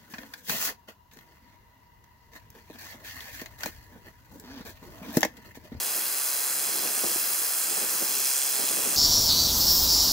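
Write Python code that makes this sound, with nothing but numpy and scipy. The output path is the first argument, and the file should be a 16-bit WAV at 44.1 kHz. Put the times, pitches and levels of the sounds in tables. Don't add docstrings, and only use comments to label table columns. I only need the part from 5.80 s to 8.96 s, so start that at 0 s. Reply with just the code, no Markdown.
import sys
import numpy as np
from scipy import signal
from scipy.fft import rfft, irfft
from scipy.io import wavfile
from scipy.ndimage import uniform_filter1d

SR = 44100
rng = np.random.default_rng(int(sys.argv[2]) if len(sys.argv) > 2 else 0)


def boost_factor(decibels):
    exponent = np.asarray(decibels, float) / 20
    return 10 ** exponent


def wrap_up_sound(samples):
    columns = np.atleast_2d(samples).T
    tamed = np.clip(columns, -1, 1)
    steps = np.round(tamed * 32767).astype(np.int16)
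    wavfile.write(sys.argv[1], SR, steps)


N = 139356
T = np.arange(N) / SR
F = np.fft.rfftfreq(N, 1 / SR)

# frequency_hz, density_db [dB per Hz]
SHOP_SPECTRUM = [(30, -50), (150, -21), (350, -7), (500, -5), (900, -4), (1600, -2), (3000, -11),
                 (4500, -17)]
# time_s, left_db, right_db
WHINE_LEVEL = [(0, -70, -70), (.6, -68, -68), (.7, -53, -57), (.9, -50, -53), (1.1, -56, -52),
               (1.27, -57, -45), (1.55, -58, -48), (1.75, -60, -51), (1.9, -63, -57), (2.3, -68, -62)]
# frequency_hz, density_db [dB per Hz]
EDDY_SPECTRUM = [(24, -63), (40, -37), (225, -2.5), (355, 3.5), (446, 2.5), (770, -2.5), (996, -8),
                 (1190, -4.5), (1500, -17), (1950, -51), (3300, -120)]
# frequency_hz, density_db [dB per Hz]
RUMBLE_SPECTRUM = [(22, -30), (45, -20), (80, -12), (130, -7.5), (200, 1), (300, -3.5), (500, -43)]
# time_s, level_db
GUST_LEVEL = [(0, -50.5), (.2, -52), (.32, -56), (.6, -61.5), (.75, -50), (1.0, -45), (1.12, -48),
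              (1.3, -48), (1.5, -52.5), (1.8, -63), (1.9, -48), (2.06, -50), (2.15, -49), (2.4, -45),
              (2.5, -59.5), (2.74, -51), (2.8, -45), (3.16, -41.5)]
# peak_s, level_db, length_s
AIR_THUMPS = [(0.172, -44.5, 0.026), (0.891, -38.5, 0.006), (0.955, -43, 0.0096), (1.055, -42.5, 0.038),
              (1.185, -45, .012), (1.238, -41, .006), (1.246, -32.5, 0.0075), (1.266, -37.5, 0.0085),
              (1.31, -45.5, 0.014), (1.361, -36, 0.0034), (1.619, -44, 0.0064), (1.923, -42.5, 0.011),
              (1.977, -40, 0.013), (2.031, -38, 0.019), (2.15, -51, 0.0075), (2.225, -36.5, 0.014),
              (2.312, -51, 0.015), (2.38, -57, 0.018), (2.808, -39.5, 0.014), (2.842, -39, 0.011),
              (2.909, -39, 0.0073), (2.935, -51, 0.0067), (2.976, -56, 0.0053), (2.995, -40, 0.013),
              (3.024, -46, .007), (3.059, -37.5, .008), (3.076, -40, 0.0065)]
# frequency_hz, density_db [dB per Hz]
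MELT_SPECTRUM = [(800, -18.5), (1600, -32), (2200, -10.5), (3600, -6), (5000, -8), (7000, -3.5),
                 (9500, -4.5), (13000, -11)]
# time_s, level_db
MELT_LEVEL = [(0, -36), (.5, -34), (1.0, -32.5), (1.3, -34), (1.8, -32.5), (2.2, -33), (2.5, -29.5),
              (2.8, -31), (3.05, -31), (3.16, -31.5)]
# frequency_hz, density_db [dB per Hz]
GAS_SPECTRUM = [(1500, -33), (3500, -14.5), (5000, -5), (8000, -3.5), (10500, -0.5), (12000, -1),
                (14000, -0.5), (16000, 2)]
# time_s, level_db
GAS_FLOW = [(0, 0), (.7, -0.5), (1.1, -0.5), (1.3, 2), (1.9, -0.1), (2.4, 1), (2.8, 0), (3.16, 1)]
# time_s, travel [0-1]
TORCH_TRAVEL = [(0, 0.2), (.8, 0.64), (1.3, 0.9), (1.85, 0.9), (2.4, 1), (3.16, 1)]
# start_delay_ms, end_delay_ms, start_share, end_share
LEFT_ECHOES = [(0.259, 0.268, -0.19, -0.11), (0.339, 0.326, -0.13, -0.04), (0.542, 0.544, -0.13, -0.13),
               (0.795, 0.806, 0.08, 0.07), (0.937, 0.937, 0.12, 0.12), (1.031, 1.019, 0.1, 0.11),
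               (1.107, 1.1, 0.13, 0.03), (1.19, 1.182, 0.24, 0.36), (1.355, 1.349, -0.18, -0.12),
               (1.576, 1.561, 0.08, 0.06)]
RIGHT_ECHOES = [(0.261, 0.276, -0.23, -0.1), (0.343, 0.333, -0.18, -0.07), (0.476, 0.484, -0.1, -0.09),
                (0.549, 0.532, -0.08, -0.08), (0.873, 0.873, -0.1, -0.06), (1.071, 1.065, -0.11, -0.08),
                (1.147, 1.127, -0.05, -0.14), (1.209, 1.199, 0.25, 0.34), (1.259, 1.25, -0.11, -0.16),
                (1.446, 1.44, 0.14, 0.04)]
# frequency_hz, difference_db
PORT_DIFFERENCE = [(1000, -13), (2400, -3), (4400, 1.5), (8000, -3), (11000, -1), (13000, 0.5),
                   (15500, 5.5)]
# frequency_hz, width_hz, depth [0-1]
NARROW_DIPS = [(3000, 90, .3), (3660, 110, .6), (4520, 100, .35), (7150, 90, .35), (12150, 200, .35)]

GAS_DB = -28.5
SWING_HZ = 68.03


def curve(table, axis=1):
    columns = np.array(table).T
    return np.interp(T, columns[0], columns[axis])


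def unit(x):
    return x / np.sqrt(np.mean(x ** 2))


def walk(rate_hz):
    hold = int(SR / rate_hz)
    steps = np.repeat(rng.standard_normal(N // hold + 1), hold)
    smooth = uniform_filter1d(uniform_filter1d(steps, hold), hold)[:N]
    return smooth / np.std(smooth)


def noise_spectrum(table):
    hz, db = np.array(table).T
    log_f, log_hz = np.log(F + 1), np.log(hz)
    beyond = abs(log_f - np.clip(log_f, log_hz[0], log_hz[-1]))
    gain_db = np.interp(log_f, log_hz, db) - 30 * beyond
    z = rfft(rng.standard_normal(N)) * boost_factor(gain_db)
    return z / np.std(irfft(z, N))


def flicker(table, depth_db, rate_hz):
    z = noise_spectrum(table)
    half_octave = 2 * np.log2(F + 1)
    total = np.zeros(N)
    for k in range(9, 30):
        band = irfft(z * np.clip(1 - abs(half_octave - k), 0, 1), N)
        total += band * boost_factor(depth_db * walk(rate_hz))
    return total


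def shop():
    shared, left, right = (flicker(SHOP_SPECTRUM, 0.57, 6.1) for _ in range(3))
    apart = irfft(rfft(np.array([left, 1.27 * right])) * F / (F + 600), N)
    return boost_factor(-40.5) * unit(1.06 * shared + 1.19 * apart)


def whine():
    phase = 2 * np.pi * np.cumsum(1640.5 + 1.51 * walk(3.7)) / SR
    lead_rad, flutter_db = 2.4, 1.2
    left = boost_factor(curve(WHINE_LEVEL, axis=1) + flutter_db * walk(13.7)) * np.sin(phase + lead_rad)
    right = boost_factor(curve(WHINE_LEVEL, axis=2) + flutter_db * walk(13.6)) * np.sin(phase)
    return np.sqrt(2) * np.array([left, right])


def at_ports(left, right):
    pan_db, lead_rad, knee_hz = -1, 1.8, 156
    lag = np.exp(-1j * lead_rad * F / (F + knee_hz))
    return irfft(np.array([left * boost_factor(pan_db / 2), right * lag * boost_factor(-pan_db / 2)]), N)


def wind():
    alike = 0.95
    left, other = noise_spectrum(EDDY_SPECTRUM), noise_spectrum(EDDY_SPECTRUM)
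    right = alike * left + np.sqrt(1 - alike ** 2) * other
    slow = boost_factor(curve(GUST_LEVEL))
    gust = slow * boost_factor(-0.5) * unit(boost_factor(-0.5 * walk(70)))
    for peak_s, level_db, length_s in AIR_THUMPS:
        gust = gust + boost_factor(level_db) * np.exp(-((T - peak_s) / length_s) ** 2)
    low = noise_spectrum(RUMBLE_SPECTRUM)
    rumble = at_ports(low, low) * boost_factor(-9.5) * uniform_filter1d(slow, int(0.084 * SR))
    return at_ports(left, right) * gust + rumble


def hall():
    def port():
        gas_part = irfft(noise_spectrum(GAS_SPECTRUM), N) * boost_factor(GAS_DB + curve(GAS_FLOW))
        melt_part = irfft(noise_spectrum(MELT_SPECTRUM), N) * boost_factor(curve(MELT_LEVEL))
        return gas_part + melt_part
    return np.array([port(), port()])


def delay(ms):
    return np.exp(-2j * np.pi * F * ms / 1000)


def echoes(x):
    hz, difference_db = np.array(PORT_DIFFERENCE).T
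    pan_db = np.interp(np.log(F + 1), np.log(hz), difference_db) / 2
    right_lag = delay(0.012) * np.exp(-0.8j / (1 + (F / 3600) ** 6))
    direct = rfft(x) * np.array([boost_factor(pan_db), boost_factor(-pan_db) * right_lag])

    def mirrored(k):
        combs = [1 + boost_factor(3) * sum(echo[k + 2] * delay(echo[k]) for echo in port)
                 for port in (LEFT_ECHOES, RIGHT_ECHOES)]
        return irfft(direct * np.array(combs), N)

    start, end = mirrored(0), mirrored(1)
    position = curve(TORCH_TRAVEL) + 0.2 * walk(5.27)
    return start + position * (end - start)


def swing():
    duck_db, sharpness, delay_s = 3, 1.44, 0.0116
    cycle = np.cos(2 * np.pi * SWING_HZ * (T - delay_s))
    return boost_factor(-duck_db * np.exp(sharpness * (cycle - 1)))


def melt():
    burst_s, low_lag_s = 0.0009, 0.0012
    z = rfft(flicker(MELT_SPECTRUM, 1.6, 6.6))
    low_share = 1 / (1 + (F / 3700) ** 8)
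    size_db = 4.5 + 1.5 * walk(90)

    def burst(delay_s):
        return unit(boost_factor(size_db * np.cos(4 * np.pi * SWING_HZ * (T - delay_s))))

    lows = irfft(z * low_share, N) * burst(burst_s + low_lag_s)
    highs = irfft(z * (1 - low_share), N) * burst(burst_s)
    return (lows + highs) * boost_factor(curve(MELT_LEVEL)) * swing()


def gas():
    level_db = GAS_DB + curve(GAS_FLOW) + 0.35 * walk(40.6)
    return flicker(GAS_SPECTRUM, 1.0, 9.16) * boost_factor(level_db) * swing()


def scene():
    torch = echoes(gas() + melt() + boost_factor(-10) * hall())
    return torch + boost_factor(-17) * hall() + wind() + shop() + whine()


def band_limit(x):
    return signal.sosfilt(signal.butter(12, 16250, fs=SR, output="sos"), x)


def record(dry):
    bass_cut = signal.butter(2, 91, "high", fs=SR, output="sos")
    response = np.clip((15770 - F) / 60, 0, 1)
    for hz, width_hz, depth in NARROW_DIPS:
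        response = response * (1 - np.clip(depth, 0, 1) * np.exp(-((F - hz) / width_hz) ** 2))
    mix = irfft(rfft(signal.sosfilt(bass_cut, dry)) * response, N)
    return band_limit(mix)


dry = scene()
out = record(dry)
wrap_up_sound(out)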